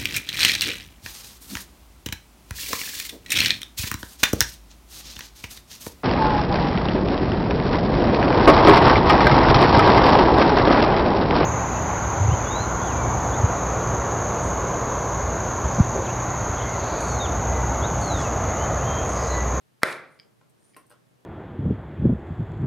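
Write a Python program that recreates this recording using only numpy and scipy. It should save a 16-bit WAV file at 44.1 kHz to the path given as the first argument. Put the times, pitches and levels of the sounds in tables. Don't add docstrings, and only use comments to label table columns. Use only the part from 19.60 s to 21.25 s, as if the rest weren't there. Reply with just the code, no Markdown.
import sys
import numpy as np
from scipy import signal
from scipy.fft import rfft, irfft, next_fast_len
from scipy.io import wavfile
from scipy.ndimage import uniform_filter1d

SR = 44100
rng = np.random.default_rng(int(sys.argv[2]) if len(sys.argv) > 2 else 0)


def master(y):
    cut = np.clip(np.atleast_2d(y).T, -1, 1)
    pcm = np.round(cut * 32767)
    wavfile.write(sys.argv[1], SR, pcm.astype(np.int16))


N = 72765

# pitch in Hz, width in Hz, relative level in dB.
POP_MODES = [(248, 540, -9.5), (555, 130, -1), (1323, 200, -0.5), (2006, 180, 2.5), (2216, 290, -0.5),
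             (3290, 490, -11), (3960, 220, -12), (5270, 820, -15.5), (9325, 1100, -25.5),
             (13800, 2400, -33.5)]
# delay in seconds, relative level in dB.
NEAR_ECHOES = [(.0011, -16), (.0044, -15)]
# frequency in Hz, left minus right in dB.
POP_BALANCE = [(30, -6), (120, 0), (500, 1), (2000, -1), (8000, 1.5)]
# start in seconds, level in dB, tilt toward the treble in dB per octave.
TICKS = [(.5911, -49.5, 3.5), (.5983, -38.5, 1), (.6308, -53.5, -0.5), (1.1362, -59, -8), (1.1455, -50, -6)]
# start in seconds, level in dB.
KNOCKS = [(.8125, -57.5), (1.1643, -44), (1.1671, -46), (1.3035, -53), (1.3135, -49), (1.3235, -52)]
CLINKS = [(.897, -61), (1.1660, -45), (1.1690, -50), (1.2028, -61.5), (1.2658, -59.5), (1.2982, -53.5),
          (1.3055, -55)]
# pitch in Hz, relative level in dB, seconds to fade by 60 dB (T60).
TICK_MODES = [(1860, -5, 0.013), (2280, -4, 0.022), (3140, -5, 0.012), (4730, 1, 0.006), (5105, -1, 0.011),
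              (8700, -18.5, 0.0084)]
KNOCK_MODES = [(297, -14, 0.045), (547, -2.5, 0.032), (870, -10.5, 0.028), (1056, -4, 0.046),
               (1328, -11.5, 0.061), (1554, -4, 0.025), (2040, -7, 0.0078)]
CLINK_MODES = [(8198, -7, 0.045), (8802, -5, 0.012), (9370, -3.5, 0.02), (10350, -3.5, 0.0097),
               (12060, -16, .07)]
# loudest moment in seconds, width in seconds, level in dB.
SLIDES = [(0.539, 0.027, -73), (1.073, 0.053, -66.5)]
# time in seconds, level in dB.
RUSTLE_LEVEL = [(0, -80), (.5, -73.5), (.66, -65.5), (.76, -73), (1, -69.5), (1.5, -69.5)]
HUM_LEVEL = [(.7, -76), (.85, -65.5), (1.1, -97), (1.3, -69.5)]
# frequency in Hz, relative level in dB.
POP_ROOM_COLOUR = [(40, -43.5), (85, -28), (130, -10), (210, -16.5), (380, -4), (620, -2), (760, -6),
                   (1020, -6.5), (1350, 0.5), (2350, -4), (2850, -20), (3500, -14.5), (5000, -22),
                   (6500, -31), (11000, -33), (15000, -45.5)]
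JET_COLOUR = [(3000, -34), (5000, -2.5), (7500, -5), (8800, 1), (11500, -4.5), (15000, -22.5)]
SCUFF_COLOUR = [(300, -22.5), (900, -16.5), (1330, -1.5), (3000, -24.5), (12000, -42)]
SNAP_COLOUR = [(1200, -20), (2400, 3), (8000, -9.5), (11000, -14), (15000, -53)]
HARD_CONTACT_COLOUR = [(1500, -8), (7000, -7), (8500, -2), (13000, 1), (16000, -11)]
SOFT_CONTACT_COLOUR = [(80, -38), (380, 1), (1600, -8), (3400, -9.5), (15000, -51)]
SLIDE_COLOUR = [(2000, -17.5), (8200, -9.5), (9450, 6.5), (10500, -14), (15000, -27)]
RUSTLE_COLOUR = [(60, -12.5), (130, -1), (450, -4), (900, -13), (15000, -39)]
ROOM_TONE_COLOUR = [(25, -34), (140, -2.5), (274, -11.5), (800, -17.5), (1500, -20.5), (7500, -28.5),
                    (10200, -27.5), (14000, -31.5), (16000, -44)]
# pitch in Hz, relative level in dB.
ROOM_MODES = [(532.9, -50), (635.2, -52.5), (1362, -56.5), (1593, -53), (2051, -54), (2342, -59.5)]
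# frequency in Hz, seconds to fade by 60 dB.
ROOM_T60 = [(100, 1), (400, 0.53), (1500, 0.5), (5000, 0.44), (12000, .22)]
# frequency in Hz, level of the sides against the middle in dB.
ROOM_WIDTH = [(60, -6), (500, -11.5), (12000, -7.5)]
BACKGROUND_WIDTH = [(900, 2.5), (15000, -6.5)]

POP_S = .2327
WASH_HOLD_S = .05


def pop(direct_db=-2, room_db=7, lag_s=7e-6):
    start = round(POP_S * SR)
    puff = np.zeros(N)
    puff[start] = 1
    direct = filtered(puff, barrel_response)
    wash = np.pad(room_tail(POP_ROOM_COLOUR, WASH_HOLD_S), ((0, 0), (start, 0)))[:, :N]
    pair = amp(direct_db) * direct / np.abs(direct).max() + amp(room_db) * wash
    half = np.array([[.5], [-.5]])
    return filtered(pair, lambda hz: amp(half * along(POP_BALANCE, hz))
                    * np.exp(2j * np.pi * hz * half * lag_s))


def barrel_response(hz, notch_hz=2824, notch_width_hz=1600):
    body = sum((-1) ** k * amp(db) * 1j * hz * width / (pitch ** 2 - hz ** 2 + 1j * hz * width)
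               for k, (pitch, width, db) in enumerate(POP_MODES))
    gap = notch_hz ** 2 - hz ** 2
    notch = gap / (gap + 1j * hz * notch_width_hz)
    echoes = sum(amp(db) * np.exp(-2j * np.pi * hz * delay) for delay, db in NEAR_ECHOES)
    return body * notch * (1 + echoes / (1 + 1j * hz / 4000))


def air_jet(hold_s=.086, fade_s=.037):
    t = since(POP_S)
    spit = decay(t, db=-20, t60=.0084) * noise(JET_COLOUR)
    hiss = amp(-50.5) * np.exp(-since(POP_S + hold_s) / fade_s) * stereo_noise(JET_COLOUR, ROOM_WIDTH)
    return (t > 0) * (spit + hiss)


def seal_scuff(start_s=.218, rise_s=.0012, db=-41.5):
    rise = np.minimum(since(start_s) / rise_s, 1)
    return rise * (since(POP_S) == 0) * amp(db) * noise(SCUFF_COLOUR)


def snap(start_s=.3257):
    t = since(start_s)
    return (t > 0) * decay(t, db=-34.5, t60=.022) * noise(SNAP_COLOUR)


def plastic_ticks():
    return struck(TICKS, TICK_MODES, HARD_CONTACT_COLOUR, crack_db=-32, room_db=-9)


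def plunger_knocks():
    return struck(KNOCKS, KNOCK_MODES, SOFT_CONTACT_COLOUR, crack_db=-1.5, room_db=1)


def bracelet_clinks():
    return struck(CLINKS, CLINK_MODES, HARD_CONTACT_COLOUR, crack_db=-7.5, room_db=-1)


def struck(events, modes, colour, crack_db, room_db, near_fade_db_per_s=119):
    def blow(start_s, db, tilt_db=0):
        t = since(start_s)
        ring = 0
        for k, (hz, mode_db, t60) in enumerate(modes):
            level_db = mode_db + tilt_db * np.log2(hz / 3000) + rng.normal(0, 1.5)
            tone = (-1) ** k * np.sin(2 * np.pi * hz * rng.normal(1, .004) * t)
            rise = 1 - np.exp(-2 * hz * t)
            ring += rise * decay(t, level_db, t60) * tone
        crack = (t > 0) * decay(t, crack_db, t60=.014) * noise(colour)
        return amp(db) * (ring + crack)
    direct = sum(blow(*row) for row in events)
    tail = room_tail([(2500, -4), (9000, -2.5)], hold_s=0) * amp(-near_fade_db_per_s * since(0))
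    echoes = signal.fftconvolve(direct[None], tail / np.linalg.norm(tail[0]), axes=1)[:, :N]
    return direct + amp(room_db) * echoes


def finger_slides(climb_hz_per_s=5300, grain_db=2.5):
    t = since(0)
    strokes = 0
    for peak_s, width_s, db in SLIDES:
        swell = amp(db) * np.exp(-.5 * ((t - peak_s) / width_s) ** 2)
        climb = np.exp(1j * np.pi * climb_hz_per_s * (t - peak_s) ** 2)
        strokes += swell * climb
    grain = amp(grain_db * unit(uniform_filter1d(rng.standard_normal(N), size=100)))
    hiss = unit(grain * stereo_noise(SLIDE_COLOUR, ROOM_WIDTH))
    return np.real(strokes * signal.hilbert(hiss))


def rustle():
    return level_curve(RUSTLE_LEVEL) * stereo_noise(RUSTLE_COLOUR, BACKGROUND_WIDTH)


def standing_waves():
    t = since(POP_S)
    ring = sum(amp(db) * np.sin(2 * np.pi * (hz * t + rng.random())) for hz, db in ROOM_MODES)
    rise = np.minimum(2 * t / WASH_HOLD_S, 1)
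    return ring * rise * decay(since(POP_S + WASH_HOLD_S), db=4, t60=.7)


def room_tail(colour, hold_s, rise_s=.001):
    hz, t, bands = signal.stft(stereo_noise(colour, ROOM_WIDTH), SR, nperseg=256)
    fade = decay(np.maximum(t - hold_s, 0), db=0, t60=along(ROOM_T60, hz)[:, None])
    rise = 1 - np.exp(-since(0) / rise_s)
    tail = rise * signal.istft(bands * fade, SR, nperseg=256)[1][:, :N]
    return tail / np.linalg.norm(tail[0])


def room_tone(hiss_db=-69, hum_hz=124, width_hz=4):
    hum = unit(filtered(rng.standard_normal(N), lambda hz: 1 / (1 + ((hz - hum_hz) / width_hz) ** 2)))
    hiss = stereo_noise(ROOM_TONE_COLOUR, BACKGROUND_WIDTH)
    return amp(hiss_db) * hiss + level_curve(HUM_LEVEL) * hum


def amp(db):
    return 10 ** (np.asarray(db) / 20)


def decay(t, db, t60):
    return amp(db - 60 * t / t60)


def since(start_s):
    return np.maximum(np.arange(N) / SR - start_s, 0)


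def level_curve(points):
    return amp(np.interp(since(0), *np.transpose(points)))


def along(points, hz):
    freqs, values = np.transpose(points)
    return np.interp(np.log(hz + 1), np.log(freqs + 1), values)


def unit(x):
    return x / np.sqrt(np.mean(x ** 2) + 1e-20)


def filtered(x, response):
    size = next_fast_len(x.shape[-1] + 8192)
    return irfft(rfft(x, size) * response(np.fft.rfftfreq(size, 1 / SR)), size)[..., :x.shape[-1]]


def noise(colour):
    return unit(filtered(rng.standard_normal(N), lambda hz: amp(along(colour, hz))))


def stereo_noise(colour, width):
    mid = noise(colour)
    side = filtered(noise(colour), lambda hz: amp(along(width, hz)))
    return np.array([mid + side, mid - side])


def scene():
    contacts = plastic_ticks() + plunger_knocks() + bracelet_clinks()
    release = seal_scuff() + pop() + standing_waves() + air_jet() + snap()
    return release + contacts + finger_slides() + rustle() + room_tone()


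def record(dry):
    low_cut_hz, top_hz = 46, 16300
    thin = filtered(dry, lambda hz: 1j * hz / (low_cut_hz + 1j * hz))
    clipped = thin / (1 + np.abs(thin) ** 10) ** (1 / 10)
    return filtered(clipped, lambda hz: 1 / (1 + (hz / top_hz) ** 80))


dry = scene()
out = record(dry)
master(out)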